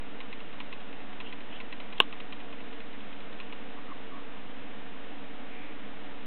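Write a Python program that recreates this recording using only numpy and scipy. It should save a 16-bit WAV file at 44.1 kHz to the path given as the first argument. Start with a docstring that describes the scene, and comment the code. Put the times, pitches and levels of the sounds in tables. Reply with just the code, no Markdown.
"""Steady hiss and the hum of an appliance fill a quiet room, and soon a small camera ticks in pairs.
Its lens drive jolts the gears as each step starts and stops, and the zoom motor whirs twice.
Fur rubs faintly now and then as a cat nuzzles a resting dog, ending in one long, brighter brush.
The loudest sound is a control that snaps once and excites the resonances of the camera's case."""
import sys
import numpy as np
from scipy import signal
from scipy.fft import rfft, irfft
from scipy.io import wavfile

SR = 44100
rng = np.random.default_rng(int(sys.argv[2]) if len(sys.argv) > 2 else 0)


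def dump(signal):
    """Clip the signal to [-1, 1] and save it as 16-bit WAV at the path in sys.argv[1]."""
    limited = np.clip(np.atleast_2d(signal).T, -1, 1)
    pcm = np.round(limited * 32767).astype(np.int16)
    wavfile.write(sys.argv[1], SR, pcm)


N = 276066


def amp(db):
    """Amplitude ratio of a level in decibels."""
    return 10 ** (np.asarray(db) / 20)


def unit_rms(x):
    """Normalisation to an rms of 1."""
    return x / np.sqrt(np.mean(x ** 2) + 1e-20)


def add(mix, start_s, sound):
    """Superposition: a sound joins the mix at start_s."""
    part = mix[max(round(start_s * SR), 0):][:len(sound)]
    part += sound[:len(part)]


def shaped_noise(spectrum, size):
    """Spectral shaping: white noise weighted by (frequency_hz, relative_db) points, at rms 1."""
    points_hz, points_db = np.transpose(spectrum)
    hz = np.fft.rfftfreq(size, 1 / SR)
    gain = amp(np.interp(np.log(hz + 1), np.log(points_hz), points_db))
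    return unit_rms(irfft(rfft(rng.standard_normal(size)) * gain, size))


def band_noise(centre_hz, width_hz, size):
    """Band-pass filtering: white noise confined to one resonance, at rms 1."""
    hz = np.fft.rfftfreq(size, 1 / SR)
    attenuation = np.sqrt(1 + (2 * (hz - centre_hz) / width_hz) ** 4)
    return unit_rms(irfft(rfft(rng.standard_normal(size)) / attenuation, size))


def swell(t, peak_s):
    """Critically damped envelope: it rises from t = 0 to 1 at peak_s and dies away."""
    u = np.maximum(t, 0) / peak_s
    return u * np.exp(1 - u)


def minimum_phase(gain):
    """Causality: the spectrum of the earliest possible response with this gain at each frequency."""
    cepstrum = irfft(np.log(np.maximum(gain, 1e-4)))
    half = len(cepstrum) // 2
    cepstrum[1:half] *= 2
    cepstrum[half + 1:] = 0
    return np.exp(rfft(cepstrum))


def friction(strokes, centre_hz, width_hz, grain, grain_hz):
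    """Sliding friction: small catches modulate a band of noise that swells and fades in each stroke."""
    out = np.zeros(N)
    for middle_s, length_s, level_db in strokes:
        size = round(length_s * SR)
        catches = np.exp(grain * band_noise(0, grain_hz, SR)[:size])
        rub = unit_rms(catches * band_noise(centre_hz, width_hz, SR)[:size])
        add(out, middle_s - length_s / 2, amp(level_db) * rub * np.hanning(size) ** .5)
    return out


# Spectral density of the hiss: frequency_hz, relative_db
HISS_SPECTRUM = [(190, -40), (330, -12.5), (392, -5.5), (423, -9.5), (447, -1.5), (482, -5.5), (612, -7),
                 (690, -8), (720, -6), (777, -9), (904, -8.5), (986, -10), (2850, -13), (3700, -17.5),
                 (4400, -35), (5720, -66.5), (9680, -120)]

def room_hiss(level_db=-48.5):
    """Stationary noise: an unchanging spectrum is heard as steady hiss."""
    return amp(level_db) * shaped_noise(HISS_SPECTRUM, N)


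# Spectral density of the appliance's air noise: frequency_hz, relative_db
AIR_SPECTRUM = [(20, -4), (45, -10), (95, -11), (150, -8.5), (190, -3), (250, 2), (295, 1), (340, -7),
                (450, -32), (900, -53.5)]
# Tones of its motor: pitch_hz, rms_level_db
MOTOR_TONES = [(120, -70.5), (205, -60.5), (245, -70), (279.6, -56.5), (299, -65), (455.5, -60.5),
               (737.5, -64), (1821, -68), (2878, -73.5)]

def appliance(air_db=-52, waver=.2, waver_hz=3.0, drift_rad=.5):
    """Slow random modulation of amplitude and phase makes motor tones waver over low air noise."""
    t = np.arange(N) / SR
    out = amp(air_db) * shaped_noise(AIR_SPECTRUM, N)
    for pitch_hz, level_db in MOTOR_TONES:
        phase = 2 * np.pi * (pitch_hz * t + rng.random()) + drift_rad * band_noise(0, waver_hz, N)
        envelope = 1 + waver * band_noise(0, waver_hz, N)
        out += np.sqrt(2) * amp(level_db) * envelope * np.sin(phase)
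    return out


# Short rubs of fur: middle_s, length_s, level_db
FUR_RUBS = [(.54, .04, -53), (3.095, .04, -54), (3.782, .048, -50), (3.905, .075, -46), (4.165, .14, -50.5),
            (4.97, .078, -56)]

def fur_rubs():
    """Friction of fur on fur gives brief, narrow bands of noise."""
    return friction(FUR_RUBS, centre_hz=1140, width_hz=165, grain=.43, grain_hz=150)


def fur_brush(start_s=5.485, rise_s=.08, level_db=-50, grain=.3, grain_hz=150):
    """Friction in one slow stroke over fur gives brighter noise with a quick rise and a long release."""
    catches = np.exp(grain * band_noise(0, grain_hz, N))
    rub = unit_rms(catches * band_noise(centre_hz=2200, width_hz=640, size=N))
    return amp(level_db) * swell(np.arange(N) / SR - start_s, rise_s) * rub


# Runs of the zoom motor: middle_s, length_s, level_db
ZOOM_RUNS = [(1.275, .083, -48.5), (1.547, .1, -50)]

def zoom_whir():
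    """Friction noise with a fine grain is heard as a whir while the zoom motor runs."""
    return friction(ZOOM_RUNS, centre_hz=2950, width_hz=600, grain=.2, grain_hz=300)


# Modes of the lens gears: pitch_hz, relative_db, rise_s
GEAR_MODES = [(2060, -6.5, 0.0011), (2560, -2, .0011), (2900, -3, .0009), (3320, -6.5, .0007),
              (3920, -13, 0.0013)]

def gear_jolt(t):
    """An impact excites the gears' modes, which sum to a tick of peak 1."""
    jolt = np.zeros(len(t))
    for pitch_hz, relative_db, rise_s in GEAR_MODES:
        detuned_hz = pitch_hz * rng.uniform(.95, 1.03)  # the teeth never meet in quite the same way
        jolt += amp(relative_db) * swell(t, rise_s) * np.sin(2 * np.pi * (detuned_hz * t + rng.random()))
    return jolt / abs(jolt).max()


# Firm steps of the lens drive: start_s, level_db
FIRM_LENS_STEPS = [(.2035, -38), (.6025, -36.5), (1.202, -37), (1.602, -37), (1.801, -39), (2.002, -38),
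                   (2.201, -38), (2.402, -43), (3.401, -38.5)]

def tick_schedule(first_s=.204, last_s=3.404, period_s=.2, step_s=.124, light_db=-45.5, stop_gain_db=-1):
    """Periodic stepping: each step, firm or light, ticks as it starts and again as it stops."""
    clock = np.arange(first_s, last_s + period_s / 2, period_s)
    light = [(start_s, light_db) for start_s in clock
             if all(abs(start_s - firm_s) > period_s / 2 for firm_s, _ in FIRM_LENS_STEPS)]
    starts = list(FIRM_LENS_STEPS) + light
    stops = [(start_s + step_s, level_db + stop_gain_db) for start_s, level_db in starts]
    return starts + stops


# Spectral density of the gears' rattle: frequency_hz, relative_db
RATTLE_SPECTRUM = [(300, -25), (800, -8.5), (1300, -2.5), (1650, -21), (2000, 0.5), (2250, -4), (2500, 2.5),
                   (2900, -4), (3300, -6), (3600, -8), (3850, -7.5), (4300, -20)]

def lens_ticks(jolt_gain_db=5.5, rattle_gain_db=-4.5, ring_gain_db=-10, rebound_s=.008, rebound_share=.4):
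    """Impact and rebound: each start or stop jolts the gears, which bounce, rattle and ring the case."""
    out, t = np.zeros(N), np.arange(4096) / SR
    for start_s, level_db in tick_schedule():
        for delay_s, share in ((0, 1), (rebound_s * rng.uniform(.7, 1.3), rebound_share)):
            add(out, start_s + delay_s, share * amp(level_db + jolt_gain_db) * gear_jolt(t))
        rattle = amp(rattle_gain_db) * swell(t, peak_s=.004) * shaped_noise(RATTLE_SPECTRUM, len(t))
        ring_hz = 1050 * rng.uniform(.94, 1.03)
        ring = amp(ring_gain_db) * swell(t - .002, peak_s=.0054) * np.sin(2 * np.pi * ring_hz * t)
        add(out, start_s - .0005, amp(level_db) * (rattle + ring))
    return out


# Scrape of the control: middle_s, length_s, level_db
CONTROL_SCRAPE = [(1.9835, .014, -42.5)]

def control_scrape():
    """Friction: the control scrapes under the finger just before it snaps."""
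    return friction(CONTROL_SCRAPE, centre_hz=3050, width_hz=800, grain=.3, grain_hz=400)


# Resonances of the camera's case: centre_hz, width_hz, relative_db
CASE_MODES = [(139.2, 180, -20.5), (427, 200, -8), (703, 88, -10.5), (860, 90, -8.5), (1087, 160, -1.5),
              (1580, 300, -9), (2280, 150, -13), (2705, 230, -2), (2910, 260, 0), (3250, 280, -4.5),
              (3600, 220, -8.5), (4160, 220, -23)]

def control_snap(start_s=2.002, peak=.83, lag_s=.00137, lag_below_hz=2000, tail_db=-39, ring_db=-37):
    """Impulse response of the case: stiff high modes answer before heavy low ones; a faint ring lingers."""
    out, t = np.zeros(N), np.arange(8192) / SR
    hz = np.fft.rfftfreq(len(t), 1 / SR)
    power = sum((amp(relative_db) / (1 + (2 * (hz - centre_hz) / width_hz) ** 2)) ** 2
                for centre_hz, width_hz, relative_db in CASE_MODES)
    lead_s = .01  # room ahead of the onset
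    group_delay_s = lead_s + lag_s / (1 + (hz / lag_below_hz) ** 8)
    phase = -2 * np.pi * (np.cumsum(group_delay_s) - group_delay_s[0]) * hz[1]
    case = irfft(minimum_phase(np.sqrt(power)) * np.exp(1j * phase))
    add(out, start_s - lead_s, peak * case / abs(case).max())
    tail = swell(t, peak_s=.0095) * band_noise(centre_hz=3100, width_hz=830, size=len(t))
    ring = swell(t, peak_s=.0089) * band_noise(centre_hz=1060, width_hz=250, size=len(t))
    add(out, start_s, amp(tail_db) * tail + amp(ring_db) * ring)
    return out


def scene():
    """Superposition of the room, the animals and the camera's own noises in one channel."""
    room = room_hiss() + appliance()
    fur = fur_rubs() + fur_brush()
    lens = lens_ticks() + zoom_whir()
    control = control_scrape() + control_snap()
    return (room + fur + lens + control)[None]


def low_pass(x, cutoff_hz):
    """Linear-phase filtering removes the treble above cutoff_hz."""
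    taps = signal.firwin(301, cutoff_hz, window=("kaiser", 8), fs=SR)
    return signal.oaconvolve(x, taps[None], "same")


def record(dry, offset=.035, ceiling=.71):
    """Band limiting and clipping: the narrow-band signal sits off zero, and the snap just overloads."""
    narrow = low_pass(dry, cutoff_hz=4230)
    clipped = np.clip(narrow + offset, -ceiling, ceiling)
    return low_pass(clipped, cutoff_hz=16000)


dry = scene()
out = record(dry)
dump(out)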